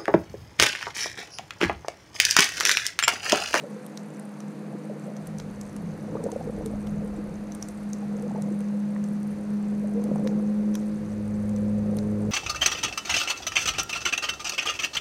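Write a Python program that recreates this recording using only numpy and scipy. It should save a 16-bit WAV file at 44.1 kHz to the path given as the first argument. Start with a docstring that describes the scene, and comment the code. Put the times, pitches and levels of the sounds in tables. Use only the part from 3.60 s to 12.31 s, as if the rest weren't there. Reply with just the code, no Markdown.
"""A boat engine drones through shallow sea water and grows louder, heard under water beside a rock.
The engine is a set of sine orders locked to one shaft, each with its own level and waver.
Small waves slosh and gurgle as swarms of ringing bubbles over noise; booms are stirred low tones.
Snapping shrimp are short filtered noise bursts that tick against the microphone's housing.
Filtered noise gives the rumble of flow and the steady wash of distant water."""
import sys
import numpy as np
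from scipy import signal
from scipy.fft import rfft, irfft
from scipy.io import wavfile
from scipy.ndimage import map_coordinates

SR = 44100
rng = np.random.default_rng(int(sys.argv[2]) if len(sys.argv) > 2 else 0)


def master(y):
    """Save y as 16-bit WAV."""
    cut = np.clip(np.atleast_2d(y).T, -1, 1)
    pcm = np.round(cut * 32767)  # scale
    wavfile.write(sys.argv[1], SR, pcm.astype(np.int16))


N = 384111
TIME = np.arange(N) / SR


def amp(db):
    """Decibels to gain."""
    return 10 ** (np.asarray(db) / 20)


def unit(x):
    """Scale to an rms of one."""
    return x / np.sqrt(np.mean(x ** 2) + 1e-20)


def curve(rows):
    """Second column of a table, interpolated over the times in the first."""
    rows = np.array(rows)
    return np.interp(TIME, rows[:, 0], rows[:, 1])


def colour(x, points):
    """Filter by a spectrum of (Hz, dB) points joined on a log-frequency axis."""
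    hz, db = np.transpose(points)
    f = np.fft.rfftfreq(len(x), 1 / SR)
    gain = amp(np.interp(np.log(f + 1), np.log(hz), db))
    return irfft(rfft(x) * gain, len(x))


def drift(per_s):
    """Smooth random signal of unit rms, with per_s random knots a second."""
    knots = rng.standard_normal(4096)
    return unit(map_coordinates(knots, [TIME * per_s], order=2, mode="wrap"))


def add(mix, start_s, sound):
    """Mix a sound in, in place, from start_s."""
    part = mix[max(round(start_s * SR), 0):][:len(sound)]
    part += sound[:len(part)]


def sparse(per_s, spread_db):
    """Random impulses of either sign, most of them small and a few large."""
    size = amp(spread_db * np.minimum(rng.exponential(1, N), 4))
    sign = rng.choice([-1, 1], N)
    return size * sign * (rng.random(N) < per_s / SR)


def swell(crest_s, level_db, rise_s, fall_s):
    """Power of a surge that builds up to its crest and ebbs away, Gaussian on each side."""
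    width_s = np.where(TIME < crest_s, rise_s, fall_s)
    return amp(level_db) ** 2 * np.exp(-((TIME - crest_s) / width_s) ** 2)


def engine(jitter_rad=0.046, throb_depth=0.2):
    """Engine orders, all locked to one shaft whose phase jitters slightly."""
    # firing rate: [time_s, rate_hz]
    speed = [(0, 105), (.7, 103.2), (1.3, 103.7), (2.1, 102.1), (2.65, 106.1), (3.4, 102.8), (3.8, 103.5),
             (4.3, 103.2), (4.75, 102.2), (5.3, 102.8), (5.8, 103.4), (6.3, 103.5), (6.8, 104.3),
             (7.25, 105), (8, 104.3), (8.3, 104.4), (8.71, 104.7)]
    # level of the firing note: [time_s, level_db]
    firing = [(0, -78), (1.5, -58), (2, -51.5), (3, -51), (5, -65), (5.8, -53.5), (7.25, -54.5),
              (7.55, -39), (8.15, -35), (8.4, -36.5), (8.71, -33.5)]
    # paths off bottom and surface add and cancel, so orders 3 and 4 fade on their own: [time_s, level_db]
    third = [(0, -64), (.5, -50), (1.35, -48.5), (1.95, -61), (2.5, -46.5), (3.1, -47), (4.25, -53.5),
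             (5.65, -52.5), (7, -44.5), (7.75, -48.5), (8.71, -43)]
    fourth = [(0, -63), (5.3, -68), (5.85, -51.5), (6.7, -48), (7.6, -53.5), (8, -60), (8.45, -40.5),
              (8.71, -42.5)]
    # reference level of the other overtones as the boat nears: [time_s, level_db]
    nearness = [(0, -53.5), (4, -61.5), (5.4, -48.5), (5.95, -52), (6.5, -47.5), (7.1, -45), (7.5, -48.5),
                (8.2, -42.5), (8.71, -44.5)]
    # other overtones: [multiple of firing rate, db re final nearness, share of nearness swing, unrest 0-1]
    overtones = [(1.5, -9, 1.6, .36), (2.5, -27, 0.88, 0), (3.65, -11.5, 1.8, 1), (4.8, -4.5, 1, 0.42),
                 (5, -1, 1.66, 0.14), (5.5, -7, 1.7, .22)]

    phase = 2 * np.pi * np.cumsum(curve(speed)) / SR + jitter_rad * drift(16)
    out = drone(phase) + overtone(phase, curve(firing), unrest=0.076)
    out += overtone(3 * phase, curve(third), unrest=0.35)
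    out += overtone(4 * phase, curve(fourth), unrest=0.1)

    near_db = curve(nearness)
    final_db = near_db[-1]
    # unequal cylinders: one swell in every four firings
    putter = 1 + throb_depth * np.cos(phase / 4)
    for order, db, share, unrest in overtones:
        level_db = db + final_db + share * (near_db - final_db)
        out += putter * overtone(order * phase, level_db, unrest)
    return np.sqrt(2) * out  # sine peak to rms


def drone(phase, flutter=0.1, beat_depth=0.34, beat_fade_s=3.2):
    """Strongest line, at twice the firing rate; its echo off the rocking surface beats while it is far."""
    # drone level before beat and flutter: [time_s, level_db]
    level = [(0, -43.5), (.9, -40.5), (2.25, -38), (2.6, -44.5), (3, -38.5), (3.25, -31.5), (4.05, -38.5),
             (4.4, -31), (5.3, -27), (5.68, -28.5), (5.77, -34), (5.92, -28), (7.05, -24), (7.45, -32),
             (8.08, -25), (8.71, -29)]
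    # beats of the surface echo: [period_s, first_dip_s]
    beats = [(.228, .045), (.146, .062)]
    depth = beat_depth * np.exp(-(TIME / beat_fade_s) ** 2)
    beat = 1 - depth * sum(np.cos(2 * np.pi * (TIME - dip_s) / period_s) for period_s, dip_s in beats)
    return amp(curve(level)) * beat * (1 + flutter * drift(30)) * np.sin(2 * phase)


def overtone(phase, level_db, unrest):
    """One engine line, its amplitude and phase wavering under the moving surface."""
    waver = 1 + unrest * (drift(20) + 1j * drift(20))
    start_rad = 2 * np.pi * rng.random()
    return amp(level_db) * (waver * np.exp(1j * (phase + start_rad))).real


def boom(centre_hz=160, stir_per_s=34, trim_db=-4.5, rest_db=-45):
    """Broad low resonance: a tone stirred at random, swelling as water is pushed into the rock's cavities."""
    # hollow booms in the cavities: [crest_s, level_db before trim_db, rise and fall_s]
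    booms = [(1.25, -41, .2), (1.74, -33, 0.11), (2.28, -32, 0.06), (2.56, -34, 0.032), (2.84, -34.5, .05),
             (3.357, -27.5, 0.03), (4.773, -37, 0.23), (5.55, -38, 0.39), (6.59, -29.5, 0.051),
             (7.416, -35.5, 0.055), (8.3, -35.5, .15)]
    stir = drift(stir_per_s) + 1j * drift(stir_per_s)
    stir /= np.sqrt(1.0 + abs(stir) ** 2)  # soft limit
    tone = unit((stir * np.exp(2j * np.pi * centre_hz * TIME)).real)
    power = amp(rest_db) ** 2 + sum(swell(s, db, length_s, length_s) for s, db, length_s in booms)
    return amp(trim_db) * np.sqrt(power) * tone


def waves(trim_db=3.5, unrest_db=1.55, ripple_db=-49):
    """Swarms of small bubbles over a noise churn, swelling with each wave, plus flow rumble at the housing."""
    # waves lapping at the rock: [crest_s, level_db before trim_db, rise_s, fall_s]
    lapping = [(.04, -44, 0.052, 0.069), (1.14, -48, 0.054, 0.037), (1.48, -45.5, 0.057, 0.11),
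               (2.66, -40.5, 0.28, 0.45), (3.46, -45.5, 0.037, 0.32), (4.76, -39.5, 0.24, 0.2),
               (6.52, -38, .2, 0.32), (8.45, -42, 0.29, 0.38)]
    # slosh filter: [freq_hz, gain_db]
    slosh_spectrum = [(60, -46), (130, -3.5), (230, -2), (290, -7.5), (400, -9), (500, 3), (590, -5.5),
                      (700, -6.5), (900, -13), (1400, -15.5), (3000, -77)]
    # rumble filter: [freq_hz, gain_db]
    rumble_spectrum = [(8, -22), (25, 2.5), (70, 5), (110, 1), (170, 3.5), (400, -57)]
    # flow round the housing as it is moved: [time_s, level_db before a 1.1 dB lift]
    flow = [(0, -64), (1.45, -67), (1.8, -52), (2.7, -54), (3.05, -40.5), (3.7, -44), (3.95, -53),
            (5.2, -63), (6, -53.5), (7.2, -53), (7.8, -44.5), (8.71, -44)]

    pitches_hz = np.geomspace(150, 1300, 24)
    swarm = sum(signal.oaconvolve(sparse(16, 1.3), bubble(hz, 18 / hz))[:N] for hz in pitches_hz)
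    churn = unit(swarm) + 0.5 * rng.standard_normal(N)
    power = amp(ripple_db) ** 2 + sum(swell(*wave) for wave in lapping)  # ripple: slosh between waves
    level = amp(trim_db + unrest_db * drift(9)) * np.sqrt(power)
    slosh = level * unit(colour(churn, slosh_spectrum))
    rumble = amp(curve(flow) + 1.1) * unit(colour(rng.standard_normal(N), rumble_spectrum))
    return slosh + rumble


def bubble(hz, t60_s, rise=0.12, attack=0.032):
    """An air pocket swells and rings, rising through its pitch as it nears the surface."""
    life = np.arange(SR // 8) / SR / max(t60_s, .005)  # age in ring times; attack is in the same unit
    pitch_hz = hz * (1 + rise * (np.minimum(life, 1) - .15))
    ring = np.sin(2 * np.pi * np.cumsum(pitch_hz) / SR)
    ring *= (1 - np.exp(-life / attack)) ** 2 * np.exp(-np.log(1000) * life)
    return ring / abs(ring).max()


def glugs(push_db=-10, push_hz=220):
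    """Large air pockets pinched off by the waves; each starts with a short, low push of water."""
    # large bubbles: [start_s, peak_db before push and a 1.5 dB cut, pitch_hz, t60_s]
    pockets = [(0.037, -27, 556, 0.051), (.158, -37, 486, .085), (1.13, -34, 657, .035),
               (1.151, -26.5, 320, .03), (1.297, -29, 590, 0.042), (1.31, -30, 433, 0.053),
               (1.478, -30, 565, 0.047), (2.513, -37, 850, .015), (2.522, -27, 295, 0.07),
               (2.551, -21, 470, 0.045), (2.554, -29, 890, .015), (2.569, -32, 1170, 0.021),
               (2.6, -25.5, 472, .045), (2.639, -24.5, 430, 0.051), (2.654, -22, 504, 0.06),
               (2.663, -15.5, 510, 0.038), (2.689, -34, 932, 0.048), (2.724, -28.5, 456, .045),
               (2.727, -33.5, 750, 0.05), (2.76, -20, 542, 0.033), (2.795, -32, 540, .075),
               (2.809, -29.5, 760, .04), (2.87, -22.5, 460, 0.045), (2.896, -26.5, 493, 0.027),
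               (2.954, -31, 444, 0.026), (2.978, -25.5, 457, 0.042), (3.009, -25, 547, 0.018),
               (3.052, -28, 444, .12), (3.135, -28.5, 585, 0.037), (3.136, -30, 260.8, 0.049),
               (3.421, -28.5, 490, .04), (3.445, -28, 456, 0.038), (3.581, -28.5, 310, .07),
               (4.423, -38.5, 805, 0.081), (4.63, -30, 495, 0.098), (4.709, -30, 803, .025),
               (4.745, -30.5, 437, .05), (4.758, -29.5, 870, 0.033), (4.912, -25.5, 337, 0.037),
               (5.363, -32.5, 1805, .008), (5.3635, -30, 1050, 0.0079), (6.242, -29, 588, 0.048),
               (6.352, -25, 475.4, 0.23), (6.389, -31, 499, 0.071), (6.509, -23, 290, .035),
               (6.514, -21, 558, 0.032), (6.559, -24, 732, 0.0092), (6.643, -29, 517, .05),
               (6.66, -22, 500, 0.054), (6.731, -30, 500, 0.025)]
    out = np.zeros(N)
    for start_s, db, hz, t60_s in pockets:
        push = amp(push_db) * bubble(push_hz, 0.014)
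        add(out, start_s, amp(db - 1.5) * (bubble(hz, t60_s) + push))
    return out


def shrimp():
    """A few near snaps, scattered ticks farther off, and the fine crackle of the far colony."""
    # near snaps: [time_s, peak_db before a 1.1 dB cut, brightest_hz, knock_db re snap before a 2 dB lift]
    snaps = [(.2638, -32, 10900, -22), (.3737, -26.5, 4880, -15), (0.596, -32.5, 9450, -21),
             (0.8033, -33.5, 6460, -9), (1.566, -36.5, 6110, -6), (1.6707, -30, 10400, -24),
             (1.7843, -30, 6850, -22), (1.799, -29, 4150, -4), (2.012, -25.5, 7040, -29),
             (2.164, -31.5, 9050, -9), (2.6389, -30.5, 7800, -23), (2.717, -29.5, 7300, -11),
             (3.06, -29, 8500, -14), (3.27, -39, 3930, 1.5), (3.92, -30, 6300, -23),
             (3.9487, -27.5, 8260, -28), (4.0254, -21, 6696, -20), (4.0856, -29.5, 7380, -17),
             (4.3316, -23, 7100, -23), (4.6228, -37, 8950, -19), (4.821, -31, 8020, -28),
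             (5.005, -37.5, 9060, -6.5), (5.44, -33.5, 6900, -16), (5.6301, -39, 8800, -17),
             (6.439, -33, 8200, -24), (6.6734, -28, 4570, -1.5), (7.1422, -35, 5500, -24),
             (7.1522, -29.5, 13000, -0.5), (7.1532, -23.5, 5865, -25), (7.892, -38, 8130, -13),
             (7.962, -36.5, 7000, -12), (8.3682, -30, 10800, -21), (8.3864, -29.5, 5040, -11)]
    # crackle of the colony: [time_s, level_db]
    colony = [(0, -61), (.6, -87), (2.8, -65), (3.6, -78), (4.1, -67), (5.1, -70.5), (7.05, -68.5),
              (7.3, -63.5), (7.7, -69), (8.71, -66)]

    near = np.zeros(N)
    for time_s, db, hz, knock_db in snaps:
        sound = snap(hz) + amp(knock_db + 2.0) * knock()
        add(near, time_s - .0065, amp(db - 1.1) * sound)  # bursts centre 8 ms into their buffer
    tick_hz = np.geomspace(6200, 10500, 12)
    ticks = sum(signal.oaconvolve(sparse(4, 1.9), snap(hz, focus_db=28))[:N] for hz in tick_hz)
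    crackle_hz = np.geomspace(4000, 10000, 10)
    crackle = sum(signal.oaconvolve(sparse(70, 2.7), snap(hz))[:N] for hz in crackle_hz)
    far = amp(-66.5) * unit(ticks) + amp(curve(colony)) * unit(crackle)
    return near + amp(-14) * scatter(near) + far


def snap(hz, bounce=0.13, focus_db=15, ring_s=0.00088, echo_db=-26):
    """A claw's crack: noise smeared by short paths off rock and surface and coloured by the housing."""
    # response of the housing: [freq_hz, gain_db]
    housing = [(800, -48), (2000, -20), (3300, 0), (4000, -2), (5200, -6), (6050, 2.5), (7000, -8),
               (8000, -6), (8950, -2.5), (10600, -8), (12500, -7), (14000, -10.5), (15500, -47)]
    t = np.arange(1024) / SR - .008
    envelope = np.exp(-abs(t) / ring_s) + amp(echo_db) * np.exp(-abs(t) / 0.011)
    crack = rng.standard_normal(len(t)) * envelope
    crack = crack + bounce * np.roll(crack, round(SR / hz))  # a close second path combs the spectrum
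    focus = [(hz / 2, -focus_db), (hz, 0), (hz * 2, -focus_db)]
    crack = colour(colour(crack, housing), focus)
    return crack / abs(crack).max()


def knock():
    """The low part of a close snap: a noise burst weighted to about 1 kHz."""
    t = np.arange(1024) / SR - .008
    thud = rng.standard_normal(len(t)) * np.exp(-abs(t) / 0.0019)
    thud = colour(thud, [(400, -27), (1000, -1.5), (1800, -8.5), (2800, -12.5), (5000, -17.5), (12000, -67)])
    return thud / abs(thud).max()


def scatter(x, t60_s=0.23):
    """Diffuse tail off the rough rock: the energy of each snap dies away as fizz."""
    # sound scattered back by the rock: [freq_hz, gain_db]
    spectrum = [(3500, -32), (5200, -4), (6100, -2), (7300, -4), (9000, -22), (10500, -14), (14000, -31)]
    keep = np.exp(-2 * np.log(1000) / (t60_s * SR))
    energy = signal.lfilter([1 - keep], [1, -keep], x ** 2)
    return np.sqrt(energy) * unit(colour(rng.standard_normal(N), spectrum))


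def sea():
    """The steady wash of distant water: filtered noise, its level drifting slightly."""
    # wash filter: [freq_hz, gain_db]
    spectrum = [(20, -21), (200, 8.5), (500, 3.5), (700, 1), (1020, -3.5), (1860, -8), (2550, -13),
                (3200, -21), (4500, -18), (5400, -24), (6200, -20.5), (7700, -24.5), (9200, -22),
                (13200, -33), (16000, -41)]
    return amp(-46.0 + 0.28 * drift(14)) * unit(colour(rng.standard_normal(N), spectrum))


def scene():
    """Everything meets at one microphone under water."""
    return (engine() + boom() + waves() + glugs() + sea() + shrimp())[None]


def record(dry, low_cut_hz=138, floor_db=-15, edge_hz=15400):
    """A steep low cut holds the bass back at first and then opens; last, the band limit."""
    f = np.fft.rfftfreq(2 * N, 1 / SR)
    low_cut = np.maximum(np.minimum(f / low_cut_hz, 1) ** 12, amp(floor_db))
    thin = irfft(rfft(dry, 2 * N) * low_cut)[:, :N]
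    opened = np.clip((TIME - 1.56) / 0.14, 0, 1)  # opens from 1.56 s, over 0.14 s
    mix = thin + opened * (dry - thin)
    band_limit = signal.firwin(511, edge_hz, window=("kaiser", 9), fs=SR)
    return signal.oaconvolve(mix, band_limit[None], "same")


dry = scene()
out = record(dry)
master(out)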